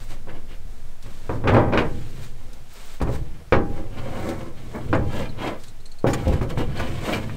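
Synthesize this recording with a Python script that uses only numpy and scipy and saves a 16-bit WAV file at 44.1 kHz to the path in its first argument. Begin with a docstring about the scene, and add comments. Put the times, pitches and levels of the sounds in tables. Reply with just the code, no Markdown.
"""Someone climbs through a ceiling hatch, holding a camera close to the woodwork.
From the start, sleeves rub along the opening stroke by stroke: filtered noise with snags, over rumbling timbers.
Early on, the loose plywood board is shoved three times: stick-slip pulses judder it and struck modes knock.
Later the timbers are bumped on the way up, and small camera fittings clink as narrow bands of noise.
Throughout, the camera housing ticks now and then and handling shakes the microphone over a quiet house."""
import sys
import numpy as np
from scipy import signal
from scipy.fft import rfft, irfft, next_fast_len
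from scipy.io import wavfile
from scipy.ndimage import map_coordinates

SR = 44100
rng = np.random.default_rng(int(sys.argv[2]) if len(sys.argv) > 2 else 0)


def store_pcm(level_fs):
    """Save levels as 16-bit WAV."""
    pcm = np.round(np.clip(level_fs, -1, 1) * 32767).astype(np.int16)
    wavfile.write(sys.argv[1], SR, np.atleast_2d(pcm).T)


N = 324884
TIME = np.arange(N) / SR

# blows on the wood: start_s, level_db (nominal peak), thud_db and crack_db (relative, before the contact
# colour's offsets), direct (push relative to the dense ring, a ratio)
KNOCK_BLOWS = [(0.273, -23, -20, -34, 0.82), (1.062, -30, 0.5, -17, 0.98), (1.2944, -9.5, -10, -20.5, 0.4),
               (1.44, -6, -13.5, -28, 0.43), (1.4737, -4, -15, -7.5, 0.22), (1.496, -4.5, -8, -18, 1.8),
               (1.546, 0, -41, -18.5, 0.7), (1.565, 2.5, -20.5, -22, 0.43), (1.724, -8, -25, -16, 0.32),
               (1.735, -2.5, -20, -16, 0.38), (1.775, -6.5, -9, -2.5, 0.7), (2.18, -29, -0.5, -25, 0.61),
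               (3.003, -20, -1, -13, 0.49), (3.015, -9, -3, -21.5, 0.88), (3.072, -11.5, -17, -23.5, 0.45),
               (3.092, -17.5, -1, -33, 0.91), (3.5238, 4, -14, -15, 0.8), (4.929, 0.5, -23, -17.5, 0.72),
               (6.043, 1.5, -15.5, -36, 0.6), (6.066, -19.5, 4.5, -20, 1.3), (6.132, -16, -1, -20, 0.43),
               (6.27, -5, -3.5, -70, 0.92), (6.323, -13.5, -19, -31, 1), (6.413, -10.5, -7.5, -19.5, 0.48),
               (6.575, -10.5, -2.5, -21, 0.89), (7.296, -28, -3, -3.5, 3.1)]


def knocks(crest_db=29.0):
    """Blows set the woodwork ringing: soft, heavy contacts thud; hard edges crack."""
    out, bank = np.zeros(N), mode_bank()
    for start_s, level_db, thud_db, crack_db, direct in KNOCK_BLOWS:
        ring = wood_ring(bank, direct, modes_db=-8, life=1.44)
        contact = [(45, thud_db + 24.5), (130, thud_db + 11), (320, 0), (800, 0), (2400, crack_db + 13.5)]
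        add(out, start_s, amp(level_db - crest_db) * colour(ring, contact))
    return out


# colour of the struck wood: freq_hz, gain_db
WOOD_COLOUR = [(25, -10.5), (45, -11.5), (85, -4), (130, 3), (220, 0), (330, 0), (500, 1), (720, -7.5),
               (1100, -4), (2200, -12), (4000, -24.5), (7000, -42.5), (15000, -61)]


def wood_ring(bank, direct, modes_db, life, contact_s=0.00042, scatter_db=2):
    """One blow: the brief push of the contact, then the dense ring and the strong modes at new strengths."""
    t = np.arange(SR) / SR
    push = np.sin(np.pi * np.minimum(t / contact_s, 1)) ** 2
    dense = nook(dense_ring(life), wall_db=-8.5) + direct * push / push.sum()
    dense = unit(colour(dense, WOOD_COLOUR))
    phases = np.exp(2j * np.pi * rng.random(len(bank)))
    strengths = amp(scatter_db * rng.standard_normal(len(bank))) * phases
    onset = 1 - np.exp(-t / 0.0037)  # the modes build up over a few milliseconds
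    modes = (strengths @ bank).real * onset
    return unit(dense + amp(modes_db) * unit(modes))


# strong modes of the woodwork: pitch_hz, level_db (relative), t60_s
WOOD_MODES = [(121.3, 1.5, 0.33), (316.7, -4, 0.72), (350, -13, 0.65), (468, 1, 0.084), (542, 2, 0.27),
              (805, -9, 0.75), (1160, -18, 0.33), (780, -22, 0.051), (970, -3, 0.093), (1017, -30, 0.43),
              (1270, -19, 0.22), (1360, -45, 0.057), (1466, -26, 0.093), (1650, -14, 0.35),
              (1540, -21, 0.54), (1870, -30, 0.65), (1600, 9, 0.032), (2450, 11, 0.022), (2475, -45, 1),
              (2720, -21, 0.083), (3002, -34, 0.15)]


def mode_bank():
    """One damped oscillation for each strong mode of the woodwork."""
    t = np.arange(SR) / SR
    return np.array([amp(level_db - 60 * t / t60_s) * np.exp(2j * np.pi * pitch_hz * t)
                     for pitch_hz, level_db, t60_s in WOOD_MODES])


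# shoves that drag the board over its frame: start_s, attack_s, level_db (at full speed)
BOARD_SHOVES = [(1.292, 0.008, -30.5), (1.44, 0.097, -16), (1.71, 0.05, -22.5)]
SHOVE_HOLD_S = 0.057  # full speed is brief
SHOVE_STOP_S, SHOVE_COAST = 0.025, 1.53  # the board slows in this time, plus this many attack times
# colour of the juddering board: freq_hz, gain_db
SCRAPE_COLOUR = [(30, -23), (55, -9), (125, 2.5), (180, -14.5), (240, 1.5), (310, -6), (400, -11),
                 (520, -0.5), (720, -4.5), (1050, -12.5), (1700, -20.5), (3200, -38.5), (5500, -54),
                 (15000, -60)]


def drag(slip_rate_hz=110, uneven=0.45, size_db=0.5):
    """The board sticks and slips at an uneven rate; each slip shakes the panel."""
    travel = np.cumsum(slip_rate_hz * np.exp(uneven * wobble(150))) / SR
    slips = np.diff(np.floor(travel), prepend=0) * amp(size_db * wobble(200))
    panel = dense_ring(life=0.3)
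    panel[0] += 0.6  # the slip itself, ahead of the ring
    shaken = signal.oaconvolve(slips, panel)[:N]
    judder = unit(colour(nook(shaken, wall_db=-4.5), SCRAPE_COLOUR))
    effort = np.zeros(N)
    for start_s, attack_s, level_db in BOARD_SHOVES:
        release_s = SHOVE_STOP_S + SHOVE_COAST * attack_s
        effort += amp(level_db) * swell(start_s, attack_s, SHOVE_HOLD_S, release_s)
    return effort * judder


# strokes of cloth on wood: start_s, attack_s, hold_s, murmur_db (wood), rasp_db (rough spots), hiss_db (weave)
SLEEVE_STROKES = [(0.0, 0.0033, 0.028, -53, -57, -50), (0.061, 0.046, 0.012, -45, -47, -47),
                  (0.244, .025, 0.1, -43, -58, -76), (0.447, 0.053, 0.026, -50, -48, -59),
                  (0.634, 0.039, .25, -58.5, -76, -61), (1.019, 0.013, 0.33, -54.5, -58, -54.5),
                  (1.777, 0.088, 0.31, -57, -53.5, -54.5), (2.169, 0.074, 0.0043, -62, -49, -46),
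                  (2.324, 0.071, 0.18, -53, -64, -59.5), (2.627, 0.13, 0.19, -61, -55, -48.5),
                  (3.046, 0.087, .005, -37.5, -48, -45.5), (3.2, 0.054, 0.14, -51.5, -59, -76),
                  (3.62, 0.15, 0.015, -36.5, -50, -55), (3.876, 0.099, 0.22, -39, -47.5, -58.5),
                  (4.03, .26, 0.01, -28, -51, -45), (4.345, 0.046, 0.077, -41, -56, -57),
                  (4.526, 0.049, 0.38, -47, -54.5, -57.5), (4.699, 0.037, 0.035, -32, -54, -62),
                  (5.006, 0.15, 0.055, -30.5, -39.5, -45), (5.36, 0.07, 0.052, -24, -35.5, -46.5),
                  (5.572, 0.028, .07, -70, -81, -53), (5.62, 0.017, 0.46, -66, -81, -87),
                  (6.13, 0.028, 0.21, -36.5, -44.5, -51), (6.471, 0.027, .005, -30.5, -43, -49),
                  (6.567, 0.016, 0.011, -26.5, -34, -42.5), (6.655, 0.042, 0.017, -41.5, -47, -60),
                  (6.729, 0.042, 0.068, -29, -36, -49), (6.831, 0.043, 0.17, -41.5, -46, -50),
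                  (7.007, .06, 0.094, -25.5, -33.5, -41), (7.192, 0.035, 0.16, -44.5, -51, -54.5)]
STROKE_RELEASE_S, STROKE_COAST = 0.072, 0.21  # a stroke stops in this time, plus this share of its attack
MURMUR_LAG_S = 0.013  # the arm skims first, then leans in and sets the wood murmuring
# colour of the murmuring wood: freq_hz, gain_db
MURMUR_COLOUR = [(120, -11), (200, -2), (320, 2.5), (420, -4), (520, -2.5), (800, -9.5), (1100, -8.5),
                 (1600, -17.5), (2200, -15.5), (2700, -39), (3400, -41), (6000, -75), (12000, -83)]
# colour of the rough spots: freq_hz, gain_db
RASP_COLOUR = [(500, -2.5), (2000, 1), (2600, 0), (3200, -1), (4600, -13.5), (8000, -32)]
# colour of the weave: freq_hz, gain_db
WEAVE_COLOUR = [(1760, 4.5), (3000, -0.5), (3190, 1), (3490, 3), (3770, 4.5), (5200, -0.5), (8550, 0),
                (10900, -14), (13700, -4.5), (15600, -35)]
# colour of the finest fibres, which sizzle when a stroke is fast: freq_hz, gain_db
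FIZZ_COLOUR = [(3000, -21), (7000, -7), (10500, 0), (13800, 0), (15600, 9)]
# fizz level in a fast stroke, that stroke's hiss, dB of fizz per dB of hiss
FIZZ_DB, FAST_HISS_DB, FIZZ_GROWTH = -57, -45.5, 1.3


def sleeves():
    """Cloth slides along the frame: the wood murmurs, rough spots rasp, and the weave hisses, brighter when fast."""
    body = friction(MURMUR_COLOUR, catches_hz=260, catch_db=-3, flutter_db=1.5)
    body = grained(body, ring_db=-1.5, life=0.78)
    rasp = friction(RASP_COLOUR, catches_hz=440, catch_db=-6, flutter_db=3.5)
    rasp = grained(rasp, ring_db=-2, life=1.5)
    weave = friction(WEAVE_COLOUR, catches_hz=910, catch_db=-4.5, flutter_db=0.56)
    fizz = friction(FIZZ_COLOUR, catches_hz=150, catch_db=0, flutter_db=7)
    out, hiss = np.zeros(N), np.zeros(N)
    for start_s, attack_s, hold_s, murmur_db, rasp_db, hiss_db in SLEEVE_STROKES:
        release_s = STROKE_RELEASE_S + STROKE_COAST * attack_s
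        speed = swell(start_s, attack_s, hold_s, release_s)
        pressure = swell(start_s + MURMUR_LAG_S, attack_s, hold_s, release_s)
        rub = amp(murmur_db) * pressure * body + amp(rasp_db) * speed * rasp
        out += nook(rub, wall_db=-4.5)
        hiss += speed * amp(hiss_db)
    fizz_gain = amp(FIZZ_DB) * (hiss / amp(FAST_HISS_DB)) ** FIZZ_GROWTH
    cloth = hiss * weave + fizz_gain * fizz
    return out + nook(cloth, wall_db=-11)


# short scuffs of a sleeve: start_s, level_db (nominal peak), hiss_db (relative, before the cloth colour's
# offsets), length_s
SLEEVE_SCUFFS = [(0.283, -23.5, -26, 0.027), (3.141, -25, -11, 0.026), (4.404, -21.5, -21, 0.015),
                 (6.065, -12, -18.5, 0.035), (6.096, -22.5, -9, 0.034), (6.13, -9.5, -13.5, 0.021),
                 (6.324, -16, -15, 0.02), (6.411, -23.5, -12, 0.036), (6.497, -18.5, -10, 0.011),
                 (6.793, -10.5, -17, 0.02)]


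def scuffs(rise_s=0.0028, grit_db=3, crest_db=13.5):
    """A sleeve catches and lets go in a short gritty burst."""
    out, t = np.zeros(N), np.arange(SR // 4) / SR
    for start_s, level_db, hiss_db, length_s in SLEEVE_SCUFFS:
        grit = rng.standard_normal(len(t)) * amp(grit_db * rng.standard_normal(len(t)))
        grit = nook(grit, wall_db=3)
        cloth = [(150, 8.5), (600, 5.5), (1800, 7.0), (3400, -3.5),
                 (5500, hiss_db + 6.5), (11000, hiss_db - 2.0), (14000, hiss_db - 4)]
        burst = (1 - np.exp(-t / rise_s)) * np.exp(-(t / length_s) ** 2)
        add(out, start_s, amp(level_db - crest_db) * unit(colour(grit, cloth)) * burst)
    return out


# squeaky clinks of the camera fittings: start_s, level_db (nominal peak), pitch_hz, chafe_db (relative to ring)
FITTING_CLINKS = [(4.949, -36, 6900, 0), (5.291, -34.5, 4100, -12.5), (5.639, -38, 4170, -17.5),
                  (5.681, -34, 4040, -3), (5.8015, -44, 4170, -2.5), (5.855, -32.5, 4300, -2),
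                  (5.916, -36, 4330, -4), (5.9857, -36, 4400, -4), (6.133, -20.5, 7000, -2),
                  (6.772, -28.5, 4400, -6)]


def clinks(cycles=380, rise_s=0.0011, width_hz=480, crest_db=10):
    """Small fittings chafe together and ring; the higher the pitch, the sooner it dies."""
    out, t = np.zeros(N), np.arange(SR // 4) / SR
    chafe_colour = [(600, -34), (2000, 6), (4500, 8), (8500, 15), (11000, -8), (15000, -9)]
    for start_s, level_db, pitch_hz, chafe_db in FITTING_CLINKS:
        grit = rng.standard_normal(len(t))
        edges_hz = [pitch_hz - width_hz / 2, pitch_hz + width_hz / 2]
        band = signal.butter(2, edges_hz, "band", fs=SR, output="sos")
        ring = unit(signal.sosfilt(band, grit))
        chafe = unit(colour(grit, chafe_colour))
        decay = amp(level_db - crest_db - 60 * t * pitch_hz / cycles)  # falls 60 dB in this many cycles
        add(out, start_s, decay * (1 - np.exp(-t / rise_s)) * (ring + amp(chafe_db) * chafe))
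    return out


# dry ticks of the camera housing: start_s, level_db (at the onset)
HOUSING_TICKS = [(1.026, -44.5), (1.489, -45), (1.5384, -44), (2.5314, -45), (3.016, -41), (3.024, -40),
                 (4.29, -36), (5.6366, -43), (6.1315, -44), (6.279, -39)]


def ticks(t60_s=0.066):
    """The housing gives a bright, dry tick under the grip: a fast-fading burst of noise."""
    out, t = np.zeros(N), np.arange(SR // 8) / SR
    for start_s, level_db in HOUSING_TICKS:
        snap = colour(rng.standard_normal(len(t)), [(1000, 1), (4000, 8.5), (9000, 3), (15000, -9)])
        add(out, start_s, amp(level_db - 60 * t / t60_s) * unit(snap))
    return out


# weight bearing on the timbers: time_s, level_db (rumble, before its unsteadiness)
TIMBER_LOAD = [(0.0, -46.5), (0.35, -44), (1.0, -50), (1.33, -47), (1.5, -27.5), (1.64, -26.5),
               (2.13, -41.5), (2.81, -55), (3.04, -64), (3.16, -61), (3.51, -67), (3.65, -46), (4.14, -32),
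               (4.74, -40.5), (4.92, -24), (5.05, -26.5), (5.76, -51), (6.05, -57), (6.22, -31.5),
               (6.42, -34), (7.14, -31), (7.37, -33.5)]
# colour of the timber rumble: freq_hz, gain_db
TIMBER_COLOUR = [(24, -4.5), (40, -11.5), (59, -1), (124, 5), (178, -9.5), (242, -3), (281, -27),
                 (318, -19), (390, -14.5), (418, -14.5), (452, -15.5), (501, -11.5), (600, -34), (780, -48),
                 (1320, -120)]
# sway of the hand-held camera: time_s, level_db
CAMERA_SHAKE = [(0.0, -23), (2.56, -26), (2.67, -34.5), (3.04, -25), (3.34, -27), (3.42, -39), (3.69, -19),
                (4.27, -31.5), (5.35, -23.5), (5.46, -33), (6.77, -23.5), (7.37, -33)]
# colour of the sway, before its swing is evened: freq_hz, gain_db
SWAY_COLOUR = [(2, -17), (7, -5), (12, 1.5), (18, -14.5), (28, -24), (40, -25.5), (55, -37), (120, -86)]


def handling(unsteady_db=0.5):
    """The timbers rumble under shifting weight, and the camera sways far below them in pitch."""
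    weight = amp(np.interp(TIME, *np.transpose(TIMBER_LOAD)) + unsteady_db * wobble(7.6))
    rumble = friction(TIMBER_COLOUR, catches_hz=64, catch_db=-11, flutter_db=1)
    rocking = signal.hilbert(colour(rng.standard_normal(N), SWAY_COLOUR))
    rocking = unit(rocking.real / np.sqrt(np.abs(rocking) + 1e-9))  # an arm rocks with a fairly even swing
    shake = amp(np.interp(TIME, *np.transpose(CAMERA_SHAKE)))
    return weight * rumble + shake * rocking


# colour of the quiet house and microphone hiss: freq_hz, gain_db
STILL_COLOUR = [(24, -19), (40, -31), (64, -2), (273, -69), (317, -25), (387, -19), (497, -22), (563, -27),
                (638, -19), (1050, -27), (1320, -26), (7930, -35), (15600, -41.5)]


def still_house():
    """The quiet of the house and the hiss of the microphone: steady coloured noise."""
    return amp(-53.5) * unit(colour(rng.standard_normal(N), STILL_COLOUR))


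def friction(spectrum, catches_hz, catch_db, flutter_db):
    """Rubbing noise of rms 1: a smooth slide plus fibres that catch so many times a second."""
    snags = (rng.random(N) < catches_hz / SR) * rng.standard_normal(N)
    slide = rng.standard_normal(N) + amp(catch_db) * unit(snags)
    return unit(colour(slide * amp(flutter_db * wobble(70)), spectrum))


def grained(x, ring_db, life):
    """Rubbing keeps the same fine resonances of a panel sounding."""
    panel = amp(ring_db) * dense_ring(life)
    panel[0] += 1  # the rub itself
    return unit(signal.oaconvolve(x, panel)[:N])


SWELL_DEPTH_DB, SWELL_BEND = 20.5, 1.065  # a movement starts and ends this far down; the bend rounds the slope


def swell(start_s, attack_s, hold_s, release_s):
    """Gain of one movement: it gathers speed, holds and slows down."""
    before = (start_s + attack_s - TIME) / attack_s
    after = (TIME - start_s - attack_s - hold_s) / release_s
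    away = np.maximum(before, after)
    return amp(-SWELL_DEPTH_DB * np.clip(away, 0, 10) ** SWELL_BEND)


# dense ring of the panels and the room: freq_hz, t60_s (at a life of 1)
RING_DECAY = [(70, 0.94), (200, 0.46), (550, 0.24), (1500, 0.16), (4000, 0.11), (12000, 0.18)]


def dense_ring(life):
    """Countless weak modes: noise of energy 1 that dies at its own pace in each band; life scales the t60."""
    hz, t, z = signal.stft(rng.standard_normal(SR), SR, nperseg=256)
    t60_s = life * along(RING_DECAY, hz)[:, None]
    tail = signal.istft(z * amp(-60 * t / t60_s), SR, nperseg=256)[1][:SR]
    return tail / np.linalg.norm(tail)


def nook(x, wall_db, count=7):
    """Close timbers send back a few quick echoes, combing the sound anew at each spot."""
    delay_s, size = rng.uniform(0.002, 0.016, count), rng.standard_normal(count)
    echoes = size / np.linalg.norm(size) * amp(wall_db)
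    walls = np.bincount((delay_s * SR).astype(int), echoes)
    walls[0] = 1  # the direct sound
    return signal.oaconvolve(x, walls / np.linalg.norm(walls))[:len(x)]


def amp(db):
    """Decibels to gain."""
    return 10 ** (np.asarray(db) / 20)


def unit(x):
    """Scale to rms 1."""
    return x / np.sqrt(np.mean(x ** 2) + 1e-20)


def along(points, hz):
    """(Hz, value) points read on a log axis."""
    f, v = np.transpose(points)
    return np.interp(np.log(hz + 1), np.log(f + 1), v)


def wobble(rate_hz):
    """A smooth random curve, so many knots a second."""
    return map_coordinates(rng.standard_normal(4096), [TIME * rate_hz], mode="wrap")


def colour(x, points):
    """Causal minimum-phase filter with the gain of (Hz, dB) points."""
    n = x.shape[-1]
    m = 2 * next_fast_len(n // 2 + SR // 8)
    gain = amp(along(points, np.fft.rfftfreq(m, 1 / SR)))
    cepstrum = irfft(np.log(gain + 1e-6), m)
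    cepstrum[1:m // 2] *= 2  # folding the cepstrum forward makes the filter causal
    cepstrum[m // 2 + 1:] = 0
    return irfft(rfft(x, m) * np.exp(rfft(cepstrum)), m)[..., :n]


def add(track, start_s, sound):
    """Mix a sound into a track at start_s."""
    part = track[max(round(start_s * SR), 0):][:len(sound)]
    part += sound[:len(part)]


# colour of the late echo at the sides: freq_hz, gain_db
ECHO_COLOUR = [(15, -65), (40, -39), (120, -39.5), (550, -24), (1200, -33.5), (3000, -39.5), (7000, -35.5),
               (13000, -19)]


def scene(echo_delay_s=0.072):
    """Everything is close and central; a faint, late, diffuse echo, opposite in left and right, widens it."""
    mid = knocks() + drag() + sleeves() + scuffs() + clinks() + ticks() + handling() + still_house()
    echo = np.zeros(N)
    add(echo, echo_delay_s, signal.oaconvolve(mid, dense_ring(life=0.8)))
    side = colour(echo, ECHO_COLOUR)
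    return np.array([mid + side, mid - side])


TOP_HZ = 15750  # band limit


def record(dry):
    """The camera rounds off the highest peaks and keeps nothing above its band limit."""
    held = dry / (1 + np.abs(dry) ** 6) ** (1 / 6)
    m = next_fast_len(N + SR // 4)
    passed = np.fft.rfftfreq(m, 1 / SR) < TOP_HZ
    return irfft(rfft(held, m) * passed, m)[..., :N]


dry = scene()
out = record(dry)
store_pcm(out)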